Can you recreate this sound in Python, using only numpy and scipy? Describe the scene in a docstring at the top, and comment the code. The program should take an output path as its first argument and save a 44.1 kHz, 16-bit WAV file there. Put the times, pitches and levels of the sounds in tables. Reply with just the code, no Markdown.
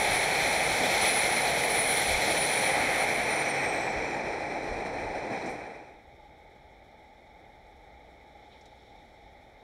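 """An electric train rolls through a wide rail yard below a fixed outdoor camera and draws away.
Its wheel roar is filtered noise in four bands; two flanges sing as trembling sines that sink as they fade.
Thuds, a drone, rumble and ringing rails join in. The sound then dissolves to the faint murmur of
another yard, made of steady noise bands. Resonances of each camera's housing colour the roar and
the murmur; both channels are alike."""
import sys
import numpy as np
from scipy import signal
from scipy.fft import rfft, irfft, next_fast_len
from scipy.io import wavfile

SR = 44100
rng = np.random.default_rng(int(sys.argv[2]) if len(sys.argv) > 2 else 0)


def materialize(psi):
    """Save the field psi as 16-bit PCM at rate SR to the path in sys.argv[1].

    A 1-D psi becomes a single channel; in a 2-D psi each row is a channel.
    """
    bounded = np.clip(np.atleast_2d(psi).T, -1, 1)
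    quanta = np.round(bounded * 32767).astype(np.int16)
    wavfile.write(sys.argv[1], SR, quanta)


N = 424669
TIME = np.arange(N) / SR  # s
FREQ = np.linspace(1, SR / 2, 8192)  # Hz, the grid of every spectrum
FADE_START_S, FADE_END_S = 5.35, 6.078  # the train dissolves into the quiet yard

# Standing waves in the housing of the camera over the train.
# Each row: centre in Hz, width in Hz, peak or notch in dB.
TRAIN_HOUSING = [(797, 427, 9), (1080, 510, -4.5), (2224, 1240, 12), (2802, 543, -12), (4143, 380, 7),
                 (4875, 793, -6.5), (5820, 1500, 5), (6500, 520, -6.5), (7300, 836, 3)]
# How these change for sound from behind the camera.
# Each row: centre in Hz, width in Hz, peak or notch in dB.
REAR_CHANGE = [(345, 350, 5), (2156, 210, -6.5), (2390, 260, 1.5), (2900, 900, -4), (3930, 320, 5.5),
               (4600, 300, -4), (5230, 2300, 7), (8700, 1300, 10.5), (9850, 700, -2), (10500, 700, 6),
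               (12700, 840, -8)]
# Standing waves in the housing of the second camera.
# Each row: centre in Hz, width in Hz, peak or notch in dB.
QUIET_HOUSING = [(852, 217, 15), (990, 420, -12), (2177, 780, 14), (2720, 510, -9.5), (3690, 1295, 10.5),
                 (4820, 278, -8.2), (5429, 740, 8), (8800, 1500, -5)]


def undb(db):
    """The decibel is logarithmic: twenty of them multiply the amplitude by ten."""
    return 10 ** (np.asarray(db) / 20)


def unit(x):
    """Effective strength is the root mean square, scaled here to one."""
    return x / np.sqrt(np.mean(x ** 2))


def curves(table):
    """Linear interpolation in time of every column after the first, which holds seconds."""
    seconds, *columns = np.transpose(table)
    return [np.interp(TIME, seconds, column) for column in columns]


def colour(points):
    """Spectral envelope: gain per frequency from (Hz, dB) points, joined on a logarithmic pitch axis."""
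    hz, db = np.transpose(points)
    return undb(np.interp(np.log(FREQ), np.log(hz), db))


def resonances(modes):
    """Resonance: each mode adds a bell-shaped peak or notch in dB to the gain per frequency."""
    total_db = 0
    for hz, width_hz, db in modes:
        detuning = 2 * (FREQ - hz) / width_hz
        total_db = total_db + db / (1 + detuning ** 2) ** 2
    return undb(total_db)


def band(low_hz, high_hz, order=16):
    """Band-pass gain: neighbouring bands that share an edge and order add up to flat power."""
    below = (low_hz / FREQ) ** order
    above = (FREQ / high_hz) ** order
    return ((1 + below) * (1 + above)) ** -.5


def noise(gain):
    """Spectral shaping: white noise takes the given gain per frequency, at unit rms."""
    size = next_fast_len(N, True)
    bin_hz = np.arange(size // 2 + 1) * SR / size
    spectrum = rfft(rng.standard_normal(size)) * np.interp(bin_hz, FREQ, gain)
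    return unit(irfft(spectrum, size)[:N])


def walk(rate_hz):
    """Random modulation: chance values, rate_hz of them a second, joined by lines at unit rms."""
    knots = rng.standard_normal(N // 10)
    return unit(np.interp(TIME * rate_hz, np.arange(len(knots)), knots))


def strike(start_s, decay_s, rise_s):
    """Damped impact: the envelope of a blow rises quickly and falls exponentially."""
    age_s = np.maximum(TIME - start_s, 0)
    return (1 - np.exp(-age_s / rise_s)) * np.exp(-age_s / decay_s)


def swell(centre_s, half_s):
    """Gaussian envelope: a smooth rise and fall, one at its centre."""
    return np.exp(-((TIME - centre_s) / half_s) ** 2)


def gone(halfway_s, scale_s):
    """Sigmoid transition: a smooth step from zero to one as the train leaves."""
    return .5 + .5 * np.tanh((TIME - halfway_s) / (2 * scale_s))


def microphone_hiss(db=-88):
    """Self-noise: the microphone adds a thin, even hiss."""
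    return noise(band(8000, 16200)) * undb(db)


def patter(db=-84):
    """Amplitude modulation: uneven flicker turns a noise band into very faint crackling in the air."""
    flicker_db = np.clip(3 * walk(70), -6, 4)
    return noise(resonances(QUIET_HOUSING) * band(5000, 10500, order=10)) * undb(db + flicker_db)


def yard():
    """Superposed distant sources: wavering noise of far traffic and town, with a thin hiss of air above."""
    # Spectrum of the murmur. Each row: frequency in Hz, relative level in dB.
    murmur = [(25, -3.5), (60, 4.5), (150, -13), (400, -11), (700, -7.5), (1400, -23.5), (3500, -28.5),
              (7000, -40), (10500, -46), (15500, -66)]
    shape = colour(murmur) * resonances(QUIET_HOUSING)
    ground_db = -61 + 1.1 * walk(5.8)
    traffic_db = -54.5 + .5 * walk(6.6)
    air_db = -70 + 4 * swell(8.76, half_s=0.56) + .5 * walk(20)  # one soft swell of the hiss
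    ground = noise(shape * band(18, 94)) * undb(ground_db)
    traffic = noise(shape * band(108, 2500)) * undb(traffic_db)
    air = noise(shape * band(2800, 16000)) * undb(air_db)
    return ground + traffic + air


def ticks():
    """Transient excitation: brief noise bursts near the microphone, coloured by the housing, tick and rattle."""
    # Each row: start in seconds, level in dB, rise in seconds, decay in seconds, lowest Hz, highest Hz.
    small_blows = [(5.325, -63, .004, 0.024, 5500, 8500), (5.455, -48, 0.0036, 0.023, 5200, 6800),
                   (5.49, -54, 0.0064, 0.038, 5500, 11000), (8.515, -56, 0.01, 0.045, 2900, 3200),
                   (8.61, -57, .001, 0.0078, 5200, 6500), (8.655, -54, .001, 0.01, 2200, 8000)]
    out = 0
    for start_s, db, rise_s, decay_s, low_hz, high_hz in small_blows:
        modes = [*TRAIN_HOUSING, *REAR_CHANGE] if start_s < FADE_END_S else QUIET_HOUSING
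        burst = noise(resonances(modes) * band(low_hz, high_hz, order=10))
        out = out + undb(db) * strike(start_s, decay_s, rise_s) * burst
    return out


def rumble():
    """Ground-borne vibration: low noise wavers and eases as the train goes, with a few deeper buffets."""
    # Each row: centre in seconds, half length in seconds, level in dB.
    low_buffets = [(.13, .07, -44), (2.117, 0.07, -40), (3.98, .04, -44), (4.73, .07, -43),
                   (5.04, 0.17, -47)]
    level_db, fall_db_per_s, waver_db = -48.5, 1.1, 1.7
    buffets = sum(undb(db) * swell(s, half_s) for s, half_s, db in low_buffets)
    steady = undb(level_db - fall_db_per_s * TIME + waver_db * walk(8))
    return noise(band(42, 110, order=4)) * steady + noise(band(26, 80, order=6)) * buffets


def running_gear(db=-50):
    """Frequency modulation: the running gear's wavering drone comes and goes, strongest at 3.55 s."""
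    # Each row: time in seconds, pitch in Hz, loudness as a gain.
    drone = [(0, 141, .4), (1.25, 145.5, 1.03), (1.7, 144, .4), (2.4, 146, .9), (2.9, 143, .3),
             (3.55, 137, 1.5), (3.85, 135, 0.086)]
    hz, loudness = curves(drone)
    phase = 2 * np.pi * np.cumsum(hz + 3 * walk(13)) / SR
    return np.sin(phase) * loudness * undb(db + 3 * walk(5.0))


def joints():
    """Impact excitation: wheels thud dully over rail joints, smeared by the yard."""
    # Each row: start in seconds, level in dB.
    thuds = [(0.799, -29.5), (2.26, -31), (2.77, -33.5), (3.295, -46), (3.44, -39), (3.96, -45),
             (5.231, -38.5), (5.298, -34), (5.44, -31.5)]
    blows = sum(undb(db) * strike(s, decay_s=.06, rise_s=0.0028) for s, db in thuds)
    return blows * noise(resonances(TRAIN_HOUSING) * band(170, 470, order=4))


def narrow_hiss(centre_hz, width_hz):
    """Narrow-band noise: only frequencies close to the centre pass."""
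    return noise(1 / (1 + (2 * (FREQ - centre_hz) / width_hz) ** 4))


def rails():
    """Free vibration: the rails' narrow hiss swells and dies as the last coach leaves."""
    ring = narrow_hiss(5750, width_hz=700)
    return ring * undb(-50 + 1.2 * walk(25)) * swell(3.45, half_s=.6)


def bites():
    """Superposition of flange bites: pressure, then gains of upper wheel, scraping and lower wheel."""
    # A flange bites against the rail and both wheels sing.
    # Each row: centre in seconds, half length in seconds, pressure from 0 to 1, upper wheel in dB,
    # scraping in dB, lower wheel in dB.
    flange_bites = [(.08, 0.32, 0.1, -53, -42.5, -46), (0.638, 0.19, 0, -59.5, -56, -44.5),
                    (1.14, 0.14, 0.6, -34.5, -39, -46), (1.335, .08, 0.3, -39, -45, -53.5),
                    (1.87, 0.25, 0.9, -38, -37, -58), (2.445, .16, 0.5, -33.5, -38.5, -49.5),
                    (2.693, 0.11, 0, -48, -47, -44.5), (3.01, 0.047, 0, -44, -59, -70),
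                    (3.345, 0.19, 0, -45.5, -46.5, -75), (3.736, 0.16, .1, -52, -52, -80),
                    (4.095, .06, 0, -57, -65, -85)]
    total = 0
    for s, half_s, pressure, *levels_db in flange_bites:
        strengths = [pressure, *undb(levels_db)]
        total = total + np.outer(strengths, swell(s, half_s))
    return total


def singing(hz, wobble_hz, flutter_db):
    """Stick-slip keeps a wheel mode going: its pitch trembles and its grip comes and goes."""
    phase = 2 * np.pi * np.cumsum(hz + wobble_hz * walk(220)) / SR
    return unit(np.sin(phase) * undb(flutter_db * walk(55)))


def flanges(upper, scraping, lower):
    """Self-excited vibration: two wheels whine, scraping follows the upper pitch, rubbing stays near 9800 Hz."""
    # from 3.15 s both whines dive ever faster for two seconds, losing 2220 Hz in the first
    dive_hz = 2220 * np.clip(TIME - 3.15, 0, 2) ** 1.3
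    # until then the upper pitch sinks slowly at first, the lower one evenly
    start_hz, sag_hz_per_s, sag_growth_hz_per_s2 = 10005, 50, 56
    low_start_hz, low_sag_hz_per_s = 9640, 80
    hz = start_hz - sag_hz_per_s * TIME - sag_growth_hz_per_s2 * TIME ** 2 / 2 - dive_hz
    low_hz = low_start_hz - low_sag_hz_per_s * TIME - dive_hz
    upper_whine = singing(hz, wobble_hz=28.4, flutter_db=4.0) * upper
    lower_whine = singing(low_hz, wobble_hz=26, flutter_db=1.5) * lower
    # the scraping fills a narrow band around the upper tone, centred slightly below it, with faint wide skirts
    scrape_half_width_hz, scrape_drop_hz, skirt_hz, skirt_share = 210, 40, 800, .23
    core = (1 + (FREQ / scrape_half_width_hz) ** 6) ** -.5
    skirts = skirt_share / (1 + (FREQ / skirt_hz) ** 2)
    spread = core + skirts
    # low noise on two carriers in quadrature moves up to the pitch of the wheel
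    phase = 2 * np.pi * np.cumsum(hz - scrape_drop_hz) / SR
    scrape = noise(spread) * np.cos(phase) + noise(spread) * np.sin(phase)
    # light rubbing stays in a fixed band and fades as the train leaves
    rub_fade = 1 - gone(halfway_s=3.25, scale_s=0.17)
    rub = narrow_hiss(9800, width_hz=880) * undb(-44.5) * rub_fade
    return upper_whine + lower_whine + (scrape * scraping + rub) * undb(2.2 * walk(40))


def rolling(pressure):
    """Roughness excitation: treads shake wheels and rails; treble dies first as the train moves behind."""
    # Spectrum of the rolling noise. Each row: frequency in Hz, relative level in dB.
    tread_spectrum = [(25, -11.5), (60, -13), (130, -6.5), (250, -6.5), (500, 0.0), (1400, -9.5),
                      (3500, -10), (8000, -22.5), (11000, -26.5), (15500, -40)]
    # Rail and sleeper resonances in the roar. Each row: centre in Hz, width in Hz, peak or notch in dB.
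    track_modes = [(369, 60, -3), (535, 54, 2), (625, 80, 0.5), (840, 130, 1.5), (978, 140, 0.5)]
    # Wheel sets surge over rougher rail. Each row: centre in seconds, half length in seconds,
    # rise of the rail ring in dB, rise of the hiss in dB.
    rough_rail = [(.25, 0.34, 1.7, 1.7), (1.08, 0.35, 1.7, 3), (2.26, 0.37, 0.2, 3), (2.836, 0.19, 2.6, 1),
                  (3.414, 0.17, 1.5, 2), (5.4, 0.17, 1, 2.5)]
    # Each band holds, then sinks as the last coach leaves.
    # Each row: level in dB, halfway down in seconds, time scale of the fall in seconds, fall in dB.
    roar_law = (-31, 4, 0.5, 4.5)
    ring_law = (-31.5, 4, 0.24, 9)
    hiss_law = (-36, 3.5, 0.41, 15)
    sizzle_law = (-46, 3.5, 0.3, 19.5)
    recede_per_s = 0.14  # further share of the fall for each second past halfway
    roar_share, bite_sizzle_db = .4, 4.5  # roar per dB of ring surge; sizzle added at full pressure

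    front = colour(tread_spectrum) * resonances(track_modes) * resonances(TRAIN_HOUSING)
    rear = front * resonances(REAR_CHANGE)
    turn = np.clip((TIME - 3.15) / 0.99, 0, 1)  # power passes from front to rear
    contact = walk(45)  # the grinding contact patch flutters all bands together
    ring_db, hiss_db = sum(np.outer(rises_db, swell(s, half_s)) for s, half_s, *rises_db in rough_rail)

    def part(shape, law, rise_db, flutter_db):
        """Equal-power crossfade of one band from front to rear, under its law of decay."""
        db, halfway_s, scale_s, fall_db = law
        away = gone(halfway_s, scale_s) + recede_per_s * np.maximum(TIME - halfway_s, 0)
        sound = np.sqrt(1 - turn) * noise(front * shape) + np.sqrt(turn) * noise(rear * shape)
        return sound * undb(db - fall_db * away + rise_db + flutter_db * contact)

    sizzle_db = bite_sizzle_db * pressure + hiss_db / 2
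    roar = part(band(110, 1100), roar_law, roar_share * ring_db, flutter_db=0.3)
    ring = part(band(1100, 2750), ring_law, ring_db, flutter_db=0.7)
    hiss = part(band(2660, 8500), hiss_law, hiss_db, flutter_db=0.75)
    sizzle = part(band(8500, 16000, order=30), sizzle_law, sizzle_db, flutter_db=1.5)
    return roar + ring + hiss + sizzle


def scene():
    """Linear superposition: the train dissolves into the quiet yard, both channels alike."""
    fade = np.clip((TIME - FADE_START_S) / (FADE_END_S - FADE_START_S), 0, 1)
    pressure, upper, scraping, lower = bites()
    train = rolling(pressure) + flanges(upper, scraping, lower)
    train = train + rails() + joints() + running_gear() + rumble()
    quiet = yard() + patter()
    mono = train * (1 - fade) ** 1.26 + quiet * fade + ticks() + microphone_hiss()
    return np.array([mono, mono])


def record(dry):
    """Low-pass filtering: the camera cuts steeply above 15720 Hz."""
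    # order 12, 0.1 dB ripple, 80 dB rejection
    low_pass = signal.ellip(12, .1, 80, 15720, fs=SR, output="sos")
    return signal.sosfilt(low_pass, dry)


dry = scene()
out = record(dry)
materialize(out)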